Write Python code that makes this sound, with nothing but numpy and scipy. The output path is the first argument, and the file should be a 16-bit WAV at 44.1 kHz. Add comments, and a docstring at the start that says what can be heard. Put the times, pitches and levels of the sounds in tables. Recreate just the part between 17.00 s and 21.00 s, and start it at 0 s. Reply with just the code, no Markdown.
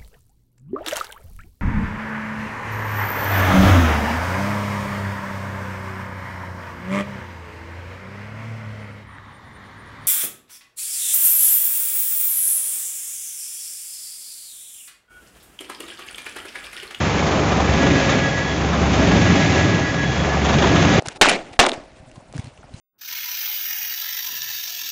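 """An open wood yard, close to a diesel-driven drum crusher chewing branches.
The engine hums and the drum drones. Each bite drags the drum down while its knives thud, tear and
splinter the wood under a ringing steel hood; branches crunch and thick pieces thump the panels.
The drive belt slips and squeals once per lap until the drum has regained its speed."""
import sys
import numpy as np
from scipy import signal
from scipy.fft import rfft, irfft
from scipy.io import wavfile

SR = 44100
rng = np.random.default_rng(int(sys.argv[2]) if len(sys.argv) > 2 else 0)


def wav_record(signal):
    """Record a signal, one row per channel, as 16-bit PCM in the file named by sys.argv[1]."""
    frames = np.transpose(np.atleast_2d(signal))
    bounded = np.clip(frames, -1, 1)
    # unit amplitude maps onto the largest positive 16-bit level
    quanta = np.round(bounded * 32767).astype(np.int16)
    wavfile.write(sys.argv[1], SR, quanta)


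N = 176400
TIME = np.arange(N) / SR

# drum speed: time_s, turns_per_s
DRUM_SPEED = [(0, 23.3), (.5, 23.8), (.75, 23.2), (.95, 22), (1.15, 20.9), (1.35, 20.5), (1.55, 23.3),
              (1.8, 24), (2.0, 23.1), (2.2, 21.4), (2.45, 20.6), (2.88, 20), (3.08, 23.2), (3.42, 23.9),
              (3.65, 23.2), (4, 22)]
# thudding of the knives: time_s, relative_db
THUD_LEVEL = [(0, -22.5), (.3, -21), (.68, -21), (.92, -14.5), (1.02, -21), (1.15, -19), (1.38, -26.5),
              (1.68, -22.5), (1.85, -19.5), (2.03, -16), (2.25, -15.5), (2.45, -17), (2.68, -17),
              (2.88, -23.5), (3.1, -25), (3.38, -23.5), (3.6, -16.5), (3.85, -15.5), (4, -14)]
# belt chirps, one per lap: centre_s, relative_db
BELT_CHIRPS = [(0.01, -26), (0.18, -31.5), (0.69, -25), (0.835, -19.5), (0.985, -20), (1.12, -22),
               (1.262, -18.5), (1.39, -19.5), (1.5, -24.5), (1.66, -34), (1.83, -38), (2.0, -25.5),
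               (2.148, -24), (2.282, -21), (2.43, -21.5), (2.595, -18.5), (2.735, -21.5), (2.88, -19.5),
               (3.02, -20.5), (3.135, -27), (3.28, -26.5), (3.37, -28), (3.57, -27), (3.69, -24),
               (3.8, -24.5), (3.935, -20)]


def from_db(db):
    """Decibels to gain."""
    return 10 ** (np.asarray(db) / 20)


def unit_rms(x):
    """Scale to rms 1."""
    return x / np.sqrt(np.mean(x ** 2) + 1e-20)


def curve(rows):
    """Join (time_s, value) rows by straight lines."""
    return np.interp(TIME, *np.transpose(rows))


def swells(centres_s, sigma_s):
    """One bell curve of height 1 per centre."""
    return np.exp(-.5 * ((TIME - np.array(centres_s)[:, None]) / sigma_s) ** 2)


def drift(rate_hz):
    """Slow random wander, rms 1."""
    step = 40
    pole = np.exp(-2 * np.pi * rate_hz * step / SR)
    noise = rng.standard_normal(N // step + 2002)
    slow = signal.lfilter([1], [1, -2 * pole, pole * pole], noise)[2000:]
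    return np.interp(np.arange(N) / step, np.arange(len(slow)), unit_rms(slow))


def tone(pitch_hz, jitter_hz):
    """Sine of height 1 with unsteady pitch."""
    return np.sin(2 * np.pi * np.cumsum(pitch_hz + jitter_hz * drift(40)) / SR)


def coloured(x, colour):
    """Filter by (freq_hz, gain_db) rows, rolling off beyond the ends; rms 1."""
    hz, db = np.transpose(colour)
    bins_hz = np.maximum(np.fft.rfftfreq(N, 1 / SR), 1)
    gain = from_db(np.interp(np.log(bins_hz), np.log(hz), db))
    rolloff = np.minimum(hz[-1] / bins_hz, 1) ** 2 * np.minimum(bins_hz / hz[0], 1)
    return unit_rms(irfft(rfft(x) * gain * rolloff, N))


def resonance(x, centre_hz, width_hz):
    """Two-pole resonance, peak gain 1."""
    radius = np.exp(-np.pi * width_hz / SR)
    feedback = [1, -2 * radius * np.cos(2 * np.pi * centre_hz / SR), radius ** 2]
    return signal.lfilter(np.array([1, 0, -1]) * (1 - radius ** 2) / 2, feedback, x)


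def engine_hum(turns):
    """The engine fires three times a turn; its hum swells each time it picks up speed."""
    # hum: time_s, level_db
    hum_level = [(0, -30), (.5, -30), (.7, -21.5), (1.0, -31.5), (1.35, -38), (1.58, -27.5), (1.85, -21.5),
                 (2.15, -24.5), (2.4, -40), (2.9, -41), (3.1, -28), (3.45, -23.5), (3.8, -27), (4, -30)]
    return from_db(curve(hum_level) + drift(10)) * np.sqrt(2) * np.sin(2 * np.pi * 3 * turns)


def load_db():
    """How hard the drum works: the thud level about its mean."""
    thud_db = curve(THUD_LEVEL)
    return thud_db - thud_db.mean()


def drum_drone(turns):
    """Rough rotation harmonics shift with load and boom in the casing; the lowest fade as it slows."""
    # drum harmonics: order, relative_db, db_per_load_db
    harmonics = [(2, -39.5, -1), (4, -33.5, 1), (5, -34, 1.34), (6, -31, 0.1), (7, -32.5, -0.3),
                 (8, -36, 0.4), (9, -35.5, 0.53), (12, -41, 1.54), (13, -37.5, -0.06)]
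    waver_db, rough_rad = 1.5, .27
    tones = np.zeros(N)
    for order, db, per_load in harmonics:
        gain = from_db(db + per_load * load_db() + waver_db * drift(12))
        phase = 2 * np.pi * (order * turns + rng.random()) + rough_rad * drift(12)
        tones += gain * np.sqrt(2) * np.sin(phase)
    casing_air = from_db(1.5) * resonance(tones, centre_hz=101.5, width_hz=6.7)
    return signal.sosfilt(signal.butter(6, 68, "high", fs=SR, output="sos"), tones + casing_air)


def knife_bites(turns):
    """Each knife pass gives an uneven burst of power that dies quickly; mean 1."""
    # bite strength of each knife round the drum: relative_db
    knives_db = [4, -3.5, -7, -4.5]
    spread_db, jitter_s, decay_s = 2, .002, .011
    passes = np.flatnonzero(np.diff(np.floor(turns * len(knives_db))))
    timing, force = rng.standard_normal((N // 100, 2))[:len(passes)].T
    starts = np.clip(passes + (jitter_s * SR * timing).astype(int), 0, N - 1)
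    hits = np.zeros(N)
    hits[starts] = from_db(np.resize(knives_db, len(passes)) + spread_db * np.tanh(force)) ** 2
    power = signal.lfilter([1], [1, -np.exp(-1 / (decay_s * SR))], hits)
    return power / power.mean()


def tumbling_chips(bite, pulsing):
    """Noise of tumbling chips; a share of its power pulses with the knives."""
    return rng.standard_normal(N) * np.sqrt(1 - pulsing + pulsing * bite)


def fibre_cracks(bite):
    """Fibres snap as random clicks, denser under a harder bite; rms 1."""
    cracks_per_s, spread_db = 700 * bite, 3
    sizes = from_db(spread_db * np.minimum(rng.exponential(1, N), 4)) * rng.choice([-1, 1], N)
    return unit_rms(sizes * (rng.random(N) < cracks_per_s / SR))


def crushing(turns):
    """The knives thud, tear and splinter the wood: low, middle and high noise bands."""
    # tearing and splintering: time_s, relative_db
    tear_level = [(0, -21), (0.33, -18), (0.62, -19), (0.85, -20), (1.13, -19), (1.4, -24.5), (1.68, -22),
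                  (1.95, -17.5), (2.25, -19.5), (2.6, -20), (2.8, -22.5), (3.05, -25), (3.33, -19.5),
                  (3.42, -23.5), (3.47, -20), (3.64, -21), (3.75, -19.5), (4, -17)]
    splinter_level = [(0, -26), (0.3, -26), (0.6, -26.5), (1.0, -22.5), (1.14, -23), (1.25, -27),
                      (1.7, -28), (1.88, -26.5), (2.05, -23), (2.35, -22.5), (2.6, -22), (2.71, -25.5),
                      (3.0, -29), (3.15, -27), (3.42, -27.5), (3.5, -25.5), (3.7, -24.5), (4, -21)]
    # band spectra: freq_hz, gain_db
    thud_colour = [(25, -20), (52, -16), (66, -16.5), (85, 0.5), (120, -10), (150, -2.5), (220, -4.5),
                   (285, -6), (400, -7.5), (500, -23), (800, -27.5)]
    tear_colour = [(250, -22), (400, 0), (540, -2), (750, -2), (900, -5), (1200, -4.5), (1500, -10.5),
                   (2000, -18.5), (3000, -38)]
    splinter_colour = [(900, -22), (1400, -3), (1800, 1), (2300, 2), (2900, -3), (3600, -6), (4300, -8.5),
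                       (5500, -9.5), (6500, -10), (7400, -15), (9000, -27.5)]
    bite = knife_bites(turns)
    thud = from_db(curve(THUD_LEVEL) - 2) * coloured(tumbling_chips(bite, pulsing=.22), thud_colour)
    tear = from_db(curve(tear_level) - 4) * coloured(tumbling_chips(bite, pulsing=.36), tear_colour)
    chips = tumbling_chips(bite, pulsing=.16) + from_db(-9) * fibre_cracks(bite)
    splinter = from_db(curve(splinter_level) - 1.5) * coloured(chips, splinter_colour)
    return thud + tear + splinter


def hood_ring(wood):
    """The steel hood rings with the breaking wood, more under load."""
    # hood resonances: centre_hz, width_hz, gain_db, db_per_load_db
    modes = [(175.2, 10, -2.5, 0.05), (281.5, 40, -9, 0.47), (564, 27, -4.5, 0.5), (656.6, 33, -3, 1.05),
             (775, 36, -6.5, 0), (3450, 840, -14, 1), (6430, 130, -4, 0.1)]
    return sum(from_db(db + per_load * load_db()) * resonance(wood, centre_hz, width_hz)
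               for centre_hz, width_hz, db, per_load in modes)


def feed_surge():
    """Gain of the crushing: the feed surges on each belt lap, more when the belt slips hard."""
    centre_s, db = np.transpose(BELT_CHIRPS)
    depth_db = .96
    laps = from_db(db - db.max()) @ swells(centre_s, sigma_s=.0094)
    return from_db(depth_db * (laps - laps.mean()))


def belt_squeal():
    """The slipping belt chirps each lap, sagging in pitch as it swells; a grip breaks it off."""
    # base pitch, lower in hard slip: time_s, pitch_hz
    squeal_pitch = [(0, 1685), (.4, 1690), (.8, 1674), (1.4, 1672), (1.6, 1696), (1.85, 1700), (1.98, 1675),
                    (2.6, 1670), (3.1, 1675), (3.26, 1700), (3.4, 1704), (3.52, 1676), (4, 1674)]
    # squeal partials: pitch_ratio, relative_db, sigma_s, sag_hz, db_per_lost_turn_per_s
    partials = [(1, -4, 0.046, 16, 0), (1.088, -17, 0.04, 14, 0), (1.177, -9.7, 0.037, 24, 1.3),
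                (2.012, -28, .04, 28, 0), (3.86, -31, 0.05, 50, 0)]
    # belt grips: centre_s
    grips_s = [1.30, 1.438, 2.93, 3.08, 3.18]
    rough_db = 1.2
    centre_s, chirp_db = np.transpose(BELT_CHIRPS)
    sag = swells(centre_s, sigma_s=.035).max(axis=0) - .5
    lost_turns_per_s = curve(DRUM_SPEED).mean() - curve(DRUM_SPEED)
    squeal = np.zeros(N)
    for ratio, partial_db, sigma_s, sag_hz, per_lost in partials:
        chirps = from_db(chirp_db + partial_db) @ swells(centre_s, sigma_s)
        strain = from_db(per_lost * lost_turns_per_s + rough_db * drift(40))
        squeal += chirps * strain * tone(ratio * curve(squeal_pitch) - sag_hz * sag, jitter_hz=8)
    slipping = 1 - swells(grips_s, sigma_s=.008).max(axis=0)
    return slipping * squeal


def branch_crunches():
    """A splitting branch gives a hollow knock and a gritty spray of snapping fibres, both brief."""
    # branch splits: start_s, knock_db, snap_db, decay_s
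    splits = [(.196, -24, -28, 0.013), (.264, -22, -26, 0.023), (0.313, -20, -28, 0.018),
              (.357, -18, -37, 0.0077), (0.516, -16.5, -32, 0.015), (.6, -17, -27, 0.013),
              (.642, -31.5, -33, 0.011), (0.737, -22, -29, 0.019), (.828, -17, -30, 0.012),
              (0.864, -23, -25, 0.02), (.998, -24, -31, 0.022), (1.091, -23.5, -21, .028),
              (1.123, -25, -38, .016), (1.725, -21, -32, 0.046), (1.816, -28, -33, 0.016),
              (1.902, -26, -35, 0.012), (1.93, -30, -23, 0.03), (2.157, -28, -28, .016),
              (2.257, -17, -25, 0.013), (2.353, -28, -24, .018), (3.444, -20, -20.5, 0.02),
              (3.488, -15.5, -23, 0.022), (3.529, -22.5, -23, 0.02), (3.584, -22, -18, 0.01),
              (3.62, -16, -20.5, 0.016), (3.638, -14.5, -30, 0.019), (3.666, -23, -24, 0.027),
              (3.753, -21.5, -22, 0.047), (3.82, -15, -19, 0.011), (3.916, -28, -26, .026)]
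    # knock and snap spectra: freq_hz, gain_db
    knock_colour = [(300, -12), (500, -5), (750, -5.5), (1200, -8), (1800, -12), (3000, -24)]
    snap_colour = [(900, -19.5), (1500, -2), (2300, -3), (3500, -1.5), (4500, -12), (6500, -9.5),
                   (8000, -19)]
    attack_s, grit_db = .0024, -.5
    start_s, knock_db, snap_db, decay_s = np.transpose(splits)
    age_s = np.maximum(TIME - start_s[:, None], 0)
    bursts = (1 - np.exp(-age_s / attack_s)) * np.exp(-age_s / decay_s[:, None])
    crunches = np.zeros(N)
    for db, colour in ((knock_db, knock_colour), (snap_db, snap_colour)):
        gritty_noise = rng.standard_normal(N) + from_db(grit_db) * fibre_cracks(bite=2)
        crunches += (from_db(db) @ bursts) * coloured(gritty_noise, colour)
    return crunches


def whine():
    """A faint steady whine swells during the first bite."""
    # whine: time_s, level_db
    whine_level = [(.3, -50), (.75, -27), (1.25, -27.5), (1.55, -43)]
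    return from_db(curve(whine_level)) * tone(pitch_hz=542, jitter_hz=4.4)


def panel_thumps():
    """Each thick piece makes a steel panel boom briefly."""
    # panel hits: centre_s, peak_db, pitch_hz
    hits = [(.77, -22, 76), (.83, -23, 273), (.94, -18, 278.5), (1.2, -19, 168), (2.14, -14, 182.2),
            (2.25, -20, 86), (2.3, -18.5, 178.6), (2.43, -15.5, 147), (2.5, -26, 184), (2.66, -18, 143),
            (2.73, -24, 179), (2.97, -20.5, 176.3), (3.12, -17, 143), (3.57, -15, 136.6), (3.72, -20, 277),
            (3.86, -16, 180)]
    centre_s, peak_db, pitch_hz = np.transpose(hits)
    return sum(from_db(db) * swell * tone(hz, jitter_hz=9)
               for db, swell, hz in zip(peak_db, swells(centre_s, sigma_s=.03), pitch_hz))


def belt_whistle():
    """The belt gives brief high whistles at a steady pitch while the drum picks up speed."""
    # whistles: centre_s, peak_db
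    whistles = [(1.271, -33.5), (1.419, -42), (1.51, -34), (2.95, -37.5), (3.08, -33), (3.2, -34)]
    centre_s, peak_db = np.transpose(whistles)
    return (from_db(peak_db) @ swells(centre_s, sigma_s=.043)) * tone(pitch_hz=3354, jitter_hz=22.1)


def scene():
    """Drum rotation times the hum, drone and crushing; the belt squeals above. Mono."""
    turns = np.cumsum(curve(DRUM_SPEED)) / SR
    machine = whine() + engine_hum(turns) + drum_drone(turns)
    wood = crushing(turns) + branch_crunches()
    chewing = feed_surge() * (wood + hood_ring(wood))
    return (machine + chewing + panel_thumps() + belt_squeal() + belt_whistle())[None]


def record(dry):
    """Round the peaks, fade the ends, cut the top steeply."""
    fade_s, cutoff_hz = .004, 7530
    rounded = 1.083 * np.tanh(dry / 1.121)
    fade = np.minimum(np.minimum(TIME, TIME[::-1]) / fade_s, 1)
    lowpass = signal.firwin(1001, cutoff_hz, fs=SR, window="blackmanharris")
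    return signal.fftconvolve(rounded * fade, lowpass[None], "same")


dry = scene()
out = record(dry)
wav_record(out)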